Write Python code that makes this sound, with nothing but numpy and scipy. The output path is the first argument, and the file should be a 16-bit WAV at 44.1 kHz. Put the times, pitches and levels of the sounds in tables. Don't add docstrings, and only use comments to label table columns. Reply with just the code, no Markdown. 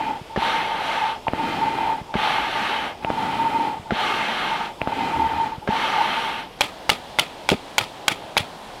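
import sys
import numpy as np
from scipy import signal
from scipy.fft import rfft, irfft
from scipy.io import wavfile
from scipy.ndimage import uniform_filter1d

SR = 44100
rng = np.random.default_rng(int(sys.argv[2]) if len(sys.argv) > 2 else 0)


def elevation(decibels):
    levels = np.asarray(decibels, float)
    return 10 ** (levels / 20)


def transcribe(u):
    v = np.clip(np.atleast_2d(u).T, -1, 1)
    q = np.round(v * 32767).astype(np.int16)
    wavfile.write(sys.argv[1], SR, q)


N = 388080


def walk(rate):
    hold = int(SR / rate)
    steps = np.repeat(rng.standard_normal(N // hold + 1), hold)
    return 0.95 * uniform_filter1d(uniform_filter1d(steps, hold), hold)[:N]


def unit(x):
    return x / np.sqrt(np.mean(x ** 2))


def resonate(x, peaks):
    out = 0
    for k, (hz, width, db) in enumerate(peaks):
        out = out + (-1) ** k * elevation(db) * signal.lfilter(*signal.iirpeak(hz, hz / width, SR), x)
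    return out


def lift(x, peaks):
    return x + sum(elevation(db) * 3 * resonate(x, [(hz, width, 0)]) for hz, width, db in peaks)


def coloured(x, spectrum, flicker_db, rate):
    hz, db = np.transpose(spectrum)
    octave = np.log2(np.maximum(np.fft.rfftfreq(N, 1 / SR), 1))
    shaped = rfft(x) * elevation(np.interp(octave, np.log2(hz), db, left=-120, right=-120))
    out = np.zeros(N)
    for centre in np.arange(np.log2(hz[0]) - 0.5, np.log2(hz[-1]) + 0.5, 0.5):
        band = irfft(shaped * np.clip(1 - 2 * abs(octave - centre), 0, 1), N)
        out += band * elevation(flicker_db * walk(rate))
    return unit(out)


def strike(events, modes, contact_ms, detune, sides=1):
    out, t = np.zeros(N), np.arange(8192) / SR
    push = np.hanning(int(contact_ms * SR / 1000) + 3)
    hz, gain_db, t60 = np.transpose(modes)[:, :, None]
    facing = sides ** np.arange(len(modes))[:, None]
    chances = rng.standard_normal((len(events), 2, len(modes), 1))
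    for (s, db), (level_chance, pitch_chance) in zip(events, chances):
        decay = np.exp(-np.log(1000) * t / np.minimum(t60, 0.08))
        rings = facing * elevation(gain_db + 2 * level_chance) * decay
        swing = np.sin(2 * np.pi * hz * (1 + detune * pitch_chance) * t)
        hit = -np.convolve((rings * swing).sum(0), push)
        i = int(s * SR)
        out[i:i + len(hit)] += elevation(db) * hit / abs(hit).max()
    return out


def gate(t, start, end, rise, fall):
    return np.clip((t - start) / rise, 0, 1) * np.exp(-np.clip(t - end, 0, None) / fall)


# (frequency [Hz], level [dB])
YARD_COLOUR = [(15, -31), (25, -2), (117, -5), (287, -3.5), (898, -3.5), (1680, -16), (3300, -13),
               (3580, -15), (3990, -20.5), (5240, -20), (5840, -26.5), (13200, -34.5), (16400, -46)]
# (frequency [Hz], level [dB])
LOG_COLOUR = [(20, -10), (90, -9.5), (200, -6), (450, -6.5), (650, -3), (900, -1.5), (1150, -11),
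              (2200, -17), (3300, -14), (4200, -18), (6000, -27.5), (10000, -32.5), (15000, -41),
              (16400, -53)]
# (time [s], length [s], frequency [Hz], level [dB])
PUFFS = [
    (2.38, .06, 55.7, -44),
    (5.151, .12, 76, -32.5),
    (5.324, 0.052, 81, -34.5),
    (7.795, 0.021, 104, -32),
    (8.383, .04, 90, -35),
]


def outdoors(t):
    near_log = np.clip((t - 6.58) / 0.01, 0, 1)
    yard = elevation(-40.5) * coloured(rng.standard_normal(N), YARD_COLOUR, 1.8, 9)
    bank = elevation(-37) * coloured(rng.standard_normal(N), LOG_COLOUR, 1.2, 11)
    puffs = 0
    for s, length, hz, db in PUFFS:
        puffs = puffs + elevation(db) * gate(t, s, s + length, 0.014, 0.014) * np.sin(2 * np.pi * hz * (t - s))
    return (1 - near_log) * yard + near_log * bank + puffs


def stroke_levels(t, strokes, flow, spout, barrel, leak):
    jet_gain, spout_gain, barrel_gain = np.zeros((3, N))
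    leak_s, leak_db = leak
    for start, end, force_db, sag_db in strokes:
        on = (t >= start) & (t < end)
        share = (t[on] - start) / (end - start)
        sag = sag_db * np.exp(-((share - 0.44) / 0.15) ** 2)
        flow_db = np.interp(share, *np.transpose(flow)) + sag
        jet_gain[on] = elevation(force_db + flow_db)
        for gain, (db, slope, drift_db) in ((spout_gain, spout), (barrel_gain, barrel)):
            gain[on] = elevation(force_db + db + slope * flow_db + drift_db * share)
        spout_gain[(t >= start - leak_s) & (t < start)] = elevation(leak_db)
    return uniform_filter1d(np.array([jet_gain, spout_gain, barrel_gain]), size=400)


# (frequency [Hz], width [Hz], level [dB])
BARREL_PEAKS = [(270, 49, 0.71), (111, 147, 3.2)]
# (frequency [Hz], level [dB])
RUMBLE_COLOUR = [(20, -17), (60, -21.5), (130, -11.5), (220, -4.5), (420, -6.5), (650, -4.5), (820, -1),
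                 (1000, -39)]


def barrel_rumble(push_gain, pull_gain):
    noise = rng.standard_normal(N)
    tumble = np.where(push_gain > pull_gain, noise, 0.3 * lift(noise, BARREL_PEAKS))
    return (push_gain + pull_gain) * coloured(tumble, RUMBLE_COLOUR, 2.85, 18)


# (frequency [Hz], level [dB])
PUSH_COLOUR = [(900, 1), (1080, -4.5), (2000, -2.5), (3200, -4.5), (4300, -10.5), (4800, -19.5),
               (6100, -24), (6700, -28.5), (12000, -32.5), (16000, -51)]
# (frequency [Hz], level [dB])
PULL_COLOUR = [(900, -21), (1080, -6.5), (1400, -0.5), (2400, -5.5), (3200, -7), (4300, -14.5), (4900, -19),
               (6100, -25.5), (12000, -32), (16000, -40)]
# (frequency [Hz], width [Hz], level [dB])
PUSH_HOLE = [(1210, 112, -2.5), (1556, 280, -11.5), (2127, 44, -8), (2577, 31, -11), (3065, 320, -14.5),
             (5790, 140, -12)]
# (frequency [Hz], width [Hz], level [dB])
PULL_HOLE = [(1210, 155, -8.5), (2060, 65, -8.5), (2430, 110, -8.5), (3114, 63, -8.5), (4100, 93, -12)]


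def valve_hiss(push_gain, pull_gain):
    push = coloured(lift(rng.standard_normal(N), PUSH_HOLE), PUSH_COLOUR, 1.2, 15)
    pull = coloured(lift(rng.standard_normal(N), PULL_HOLE), PULL_COLOUR, 1.2, 15)
    return push_gain * push + pull_gain * pull


# (frequency [Hz], width [Hz], level [dB])
SPOUT_NOTES = [(905.3, 37.6, -2.5), (830.5, 62.5, -9.5), (775.4, 57, -13.5)]
# (time [s], half length [s], level [dB])
SPOUT_SWELLS = [(0, 0.0083, 15), (0.4, 0.018, 8), (0.733, 0.052, 7), (1.041, 0.051, 9), (1.37, .008, -6),
                (1.503, 0.033, -8), (1.595, .007, -5), (1.765, .008, -6), (1.63, 0.038, 5),
                (1.663, .008, 0), (1.865, 0.046, 4.5), (2.256, 0.03, 3), (2.782, 0.027, 5),
                (3.225, 0.035, 1.5), (3.375, .007, -7), (3.412, .02, 6), (3.51, .03, -4), (3.56, .03, -2),
                (3.997, 0.032, 6), (4.54, .02, 7.5), (4.79, 0.011, 6), (5.004, 0.017, 5), (5.418, .03, 2),
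                (5.508, 0.011, -12), (5.743, 0.027, 7.5), (6.011, 0.043, 11), (6.294, 0.042, 5)]
# (time [s], length [s], level [dB])
SPOUT_GASPS = [(0.297, .02, -31), (0.42, 0.01, -14), (1.268, 0.0032, -12.5), (1.278, 0.0037, -15),
               (1.388, 0.019, -20), (1.435, 0.014, -19.5), (1.612, 0.028, -15.5), (1.675, 0.011, -15),
               (1.785, 0.0051, -12.5), (1.807, 0.011, -18), (1.83, .014, -16.5), (3.07, 0.019, -20),
               (3.173, 0.013, -18.5), (3.33, 0.014, -18), (3.39, 0.037, -15), (3.444, 0.015, -16),
               (3.463, 0.015, -14.5), (3.543, 0.033, -15.5), (3.596, 0.018, -15), (3.672, 0.013, -17.5),
               (4.611, 0.0066, -18), (4.921, 0.01, -17.5), (5.133, 0.018, -18.5), (5.164, 0.0068, -15.5),
               (5.195, 0.0093, -12.5), (5.218, 0.009, -12.5), (5.242, 0.027, -16.5), (5.305, 0.016, -17.5),
               (5.402, 0.039, -17.5), (5.519, 0.018, -24)]


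def spout_song(t, gain):
    swell_db = sum(np.interp(t, [s - 2 * half, s, s + 2 * half], [0, db, 0]) for s, half, db in SPOUT_SWELLS)
    eddies = resonate(rng.standard_normal(N) * elevation(2.46 * walk(35)), [(787, 240, 0)])
    breath = unit(resonate(eddies, SPOUT_NOTES))
    gasps = sum(elevation(db) * gate(t, s, s + length, 0.0013, 0.0034) for s, length, db in SPOUT_GASPS)
    note_hz = 902 + 9 * walk(60)
    gasp_note = np.sin(2 * np.pi * np.cumsum(note_hz) / SR) * elevation(1.5 + 0.79 * walk(150))
    song = gain * elevation(swell_db) * breath / (1 + 9.0 * gasps) + gasps * gasp_note
    return signal.lfilter(*signal.iirnotch(973, 973 / 65, SR), song)


# (flap opens [s], air stops [s], force [dB], sag of the arm in mid-stroke [dB])
PUSH_STROKES = [
    (.361, 1.201, -24.5, -6),
    (2.14, 2.958, -24, -3),
    (3.907, 4.745, -25, -0.5),
    (5.675, 6.49, -25.5, 0.5),
]
# (flap opens [s], air stops [s], force [dB], sag of the arm in mid-stroke [dB])
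PULL_STROKES = [
    (-.53, 0.2, -33.5, -0.23),
    (1.274, 2.02, -31, 0.27),
    (3.025, 3.79, -31.5, -0.34),
    (4.808, 5.567, -31.5, -0.17),
]
# (share of the stroke [0-1], level under full flow [dB])
PUSH_AIR = [(0, -13.5), (.04, -4.5), (.12, 1.5), (.7, -0.5), (.9, -5.5), (.96, -16), (1, -29)]
# (share of the stroke [0-1], level under full flow [dB])
PULL_AIR = [(0, -7.5), (.06, -12), (.1, -4), (.28, 1), (0.858, -2), (.96, -10.5), (1, -14)]
# (level over the jet [dB], slope [dB per dB], drift over the stroke [dB])
PUSH_SPOUT = (-0.8, 0.43, -3)
PULL_SPOUT = (5.2, 0.76, 4.9)
PUSH_BARREL = (-7.5, 0.5, -2)
PULL_BARREL = (3, .9, -2.5)
# (lead [s], level [dB])
PUSH_LEAK = (0.054, -37)
PULL_LEAK = (0.024, -38.5)


def bellows(t):
    push = stroke_levels(t, PUSH_STROKES, PUSH_AIR, PUSH_SPOUT, PUSH_BARREL, PUSH_LEAK)
    pull = stroke_levels(t, PULL_STROKES, PULL_AIR, PULL_SPOUT, PULL_BARREL, PULL_LEAK)
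    push_jet, push_spout, push_barrel = push
    pull_jet, pull_spout, pull_barrel = pull
    song = spout_song(t, push_spout + pull_spout)
    return song + valve_hiss(push_jet, pull_jet) + barrel_rumble(push_barrel, pull_barrel)


# (time [s], level [dB])
SETTLE_TIMES = [
    (.213, -23.5),
    (2.013, -22),
    (3.796, -24.5),
    (5.58, -22),
]
# (time [s], level [dB])
TICK_TIMES = [
    (1.282, -5),
    (3.047, -6.5),
    (4.816, -5),
]
# (time [s], level [dB])
POP_TIMES = [
    (1.3347, -4),
    (3.1026, -3),
    (4.874, -4),
]
# (frequency [Hz], level [dB], t60 [s])
SETTLE_MODES = [(138, 0, 0.023), (260, -29, .02)]
# (frequency [Hz], level [dB], t60 [s])
TICK_MODES = [(2770, 4, 0.0074), (640, 7.5, 0.014), (2470, 7, 0.0056), (1740, -22, 0.0049),
              (1190, -26, 0.0094), (3350, -11, .005), (116, 2.5, 0.018)]
# (frequency [Hz], level [dB], t60 [s])
POP_MODES = [(684, 14.5, 0.0053), (284, 0, 0.02), (1270, 3, 0.0042), (2400, -21, .003), (110.3, -36, 0.023)]


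def flaps_settle():
    settle = strike(SETTLE_TIMES, SETTLE_MODES, 1.5, 0.05)
    tick = strike(TICK_TIMES, TICK_MODES, 0.29, 0.038, sides=-1.01)
    suck = strike([(s - 0.0007, db - 15) for s, db in POP_TIMES], POP_MODES, 0.52, 0.03)
    pop = strike(POP_TIMES, POP_MODES, 0.19, 0.027)
    return settle + tick + suck - pop


# (frequency [Hz], level [dB], t60 [s])
SLAP_MODES = [(556, -0.5, 0.025), (920, -7.5, 0.027), (1247, -6, 0.053), (1590, 1.5, 0.0091),
              (2070, -14, 0.013), (2660, -1.5, 0.0041), (352, -8, 0.044)]
# (frequency [Hz], level [dB], t60 [s])
THUMP_MODES = [(217, 4.5, 0.047), (404, 4, 0.022), (69, -11, 0.1)]


def flaps_slam(t):
    slaps, thumps, clicks = [], [], []
    for s, *_ in PUSH_STROKES:
        slaps += [(s, -10.5), (s + 0.005, -20)]
        thumps.append((s + 0.01406, -7.5))
        clicks.append((s + 0.01406, -19))
    level = sum(elevation(db - 12.0) * gate(t, s, s + 0.0017, 0.00064, 0.0029) for s, db in slaps + clicks)
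    rough = resonate(rng.standard_normal(N), [(1100, 1600, 0)])
    rattle = level * unit(resonate(rough, [(890, 700, -6.5), (2200, 4400, -12)]))
    slap = strike(slaps, SLAP_MODES, 0.2, 0.18, sides=-0.97)
    return slap + rattle + strike(thumps, THUMP_MODES, 0.55, 0.027)


# (time [s], blow level [dB], first bite level [dB], level of the air ring in the tube [dB],
#  edge meets the log after the blow [ms])
BLADE_CUTS = [
    (6.6083, -1.5, -12.5, -4, 16.4),
    (6.8934, 0.5, -15.5, -4, 17),
    (7.1873, -0.5, -20, -7.5, 16),
    (7.4897, 0, -14.5, -6, 8.4),
    (7.7816, -1.5, -10, -7.5, 15),
    (8.0808, 1, -8, -7.5, 16.5),
    (8.368, -2.5, -26, -5, 10),
]
# (frequency [Hz], level [dB], t60 [s])
TUBE_MODES = [(1377, -6.5, 0.041), (2300, 8.5, 0.013), (2590, -4.5, 0.026), (3360, 0.5, 0.023),
              (1940, -14.5, 0.049), (4400, -34, 0.0047), (1096, 0, 0.011)]
# (frequency [Hz], level [dB], t60 [s])
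HOLLOW_MODES = [(860, 5, 0.022), (572, -11.5, 0.18)]


def blade_blows():
    wall = strike([(s, db) for s, db, *_ in BLADE_CUTS], TUBE_MODES, 0.1, 0.048, sides=-1.004)
    return wall + strike([(s, db) for s, _, _, db, _ in BLADE_CUTS], HOLLOW_MODES, 0.12, 0.021)


def fibre_snaps():
    return rng.standard_normal(N) * elevation(2 * walk(700))


def blade_bite(t):
    cracks = sum(elevation(db) * gate(t, s, s + 0.00054, 0.00013, 0.0028) for s, _, db, *_ in BLADE_CUTS)
    splinter = elevation(-23) * gate(t, 7.5172, 7.5187, 0.001, 0.001)
    return (cracks + splinter) * unit(resonate(fibre_snaps(), [(3560, 850, 8.5), (8750, 7700, -8)]))


# (frequency [Hz], width [Hz], level [dB])
BLADE_PEAKS = [(3370, 360, 0.5), (2170, 1040, -6.5), (4400, 1400, -6.5), (7100, 410, -16.5),
               (7500, 590, -19.5), (9840, 410, -13), (11900, 2700, -21.5), (13800, 2500, -24),
               (590, 210, -10), (920, 640, -3)]
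# (starts after the blow [ms], ends after the blow [ms], level [dB])
CUT_SLICES = [
    (3.3, 11, -16.5),
    (4.7, 8.1, -6.5),
    (5.9, 10.4, -8),
    (10.7, 12, -16),
    (3.2, 8.9, -15),
    (1.3, 4.9, -17),
    (5.9, 13.8, -11.5),
]


def blade_slice(t):
    level = 0
    for (s, *_), (start_ms, end_ms, db) in zip(BLADE_CUTS, CUT_SLICES):
        level = level + elevation(db) * gate(t, s + start_ms / 1000, s + end_ms / 1000, 0.0011, 0.0022)
    return level * unit(resonate(fibre_snaps(), BLADE_PEAKS))


# (frequency [Hz], level [dB])
SCRAPE_COLOUR = [(59, -23), (100, -0.5), (691, -1.5), (891, 3), (1100, -15), (1230, 2), (1520, -15.5),
                 (2470, -7), (6150, -23), (9610, -23), (16000, -33)]


def blade_scrape(t):
    level = 0
    for s, *_, log_ms in BLADE_CUTS:
        meets = s + log_ms / 1000
        level = level + elevation(-25) * gate(t, meets - 0.008, meets + 0.0195, 0.011, 0.027)
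    grit = fibre_snaps() * elevation(2.5 * walk(250))
    return level * coloured(lift(grit, BLADE_PEAKS[:6]), SCRAPE_COLOUR, 2.2, 150)


# (time [s], level [dB], frequency [Hz])
LOG_KNOCKS = [
    (6.914, -19, 248),
    (7.21, -27, 413),
    (7.5174, -2.5, 304),
    (7.5229, -4.5, 370),
    (7.533, -10.5, 442),
    (7.543, -13.5, 240),
    (7.808, -29, 300),
    (8.397, -33, 283),
    (8.405, -19, 165),
]


def log_knocks():
    out = np.zeros(N)
    for s, db, hz in LOG_KNOCKS:
        modes = [(hz, 0, 0.045), (1.61 * hz, -4, 0.035), (0.57 * hz, -9, 0.04)]
        out += strike([(s, db)], modes, 0.24, 0.028)
    return out


def blade(t):
    return blade_blows() + blade_bite(t) + blade_slice(t) + blade_scrape(t) + log_knocks()


def scene():
    t = np.arange(N) / SR
    soft = signal.butter(2, 4200, fs=SR, output="sos")
    valves = signal.sosfilt(soft, flaps_settle() + flaps_slam(t))
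    no_bass = signal.butter(2, 55, "high", fs=SR, output="sos")
    knocks = signal.sosfilt(no_bass, valves + blade(t))
    return (outdoors(t) + bellows(t) + knocks)[None]


def band_limit(x):
    return signal.sosfilt(signal.butter(12, 16510, fs=SR, output="sos"), x)


def record(dry):
    top = signal.ellip(8, 0.5, 50, 16000, fs=SR, output="sos")
    cut = signal.sosfilt(top, dry)
    clip = 0.64
    flat = clip * np.tanh((abs(cut) / clip) ** 3) ** (1 / 3) * np.sign(cut)
    return band_limit(signal.sosfilt(top, flat))


dry = scene()
out = record(dry)
transcribe(out)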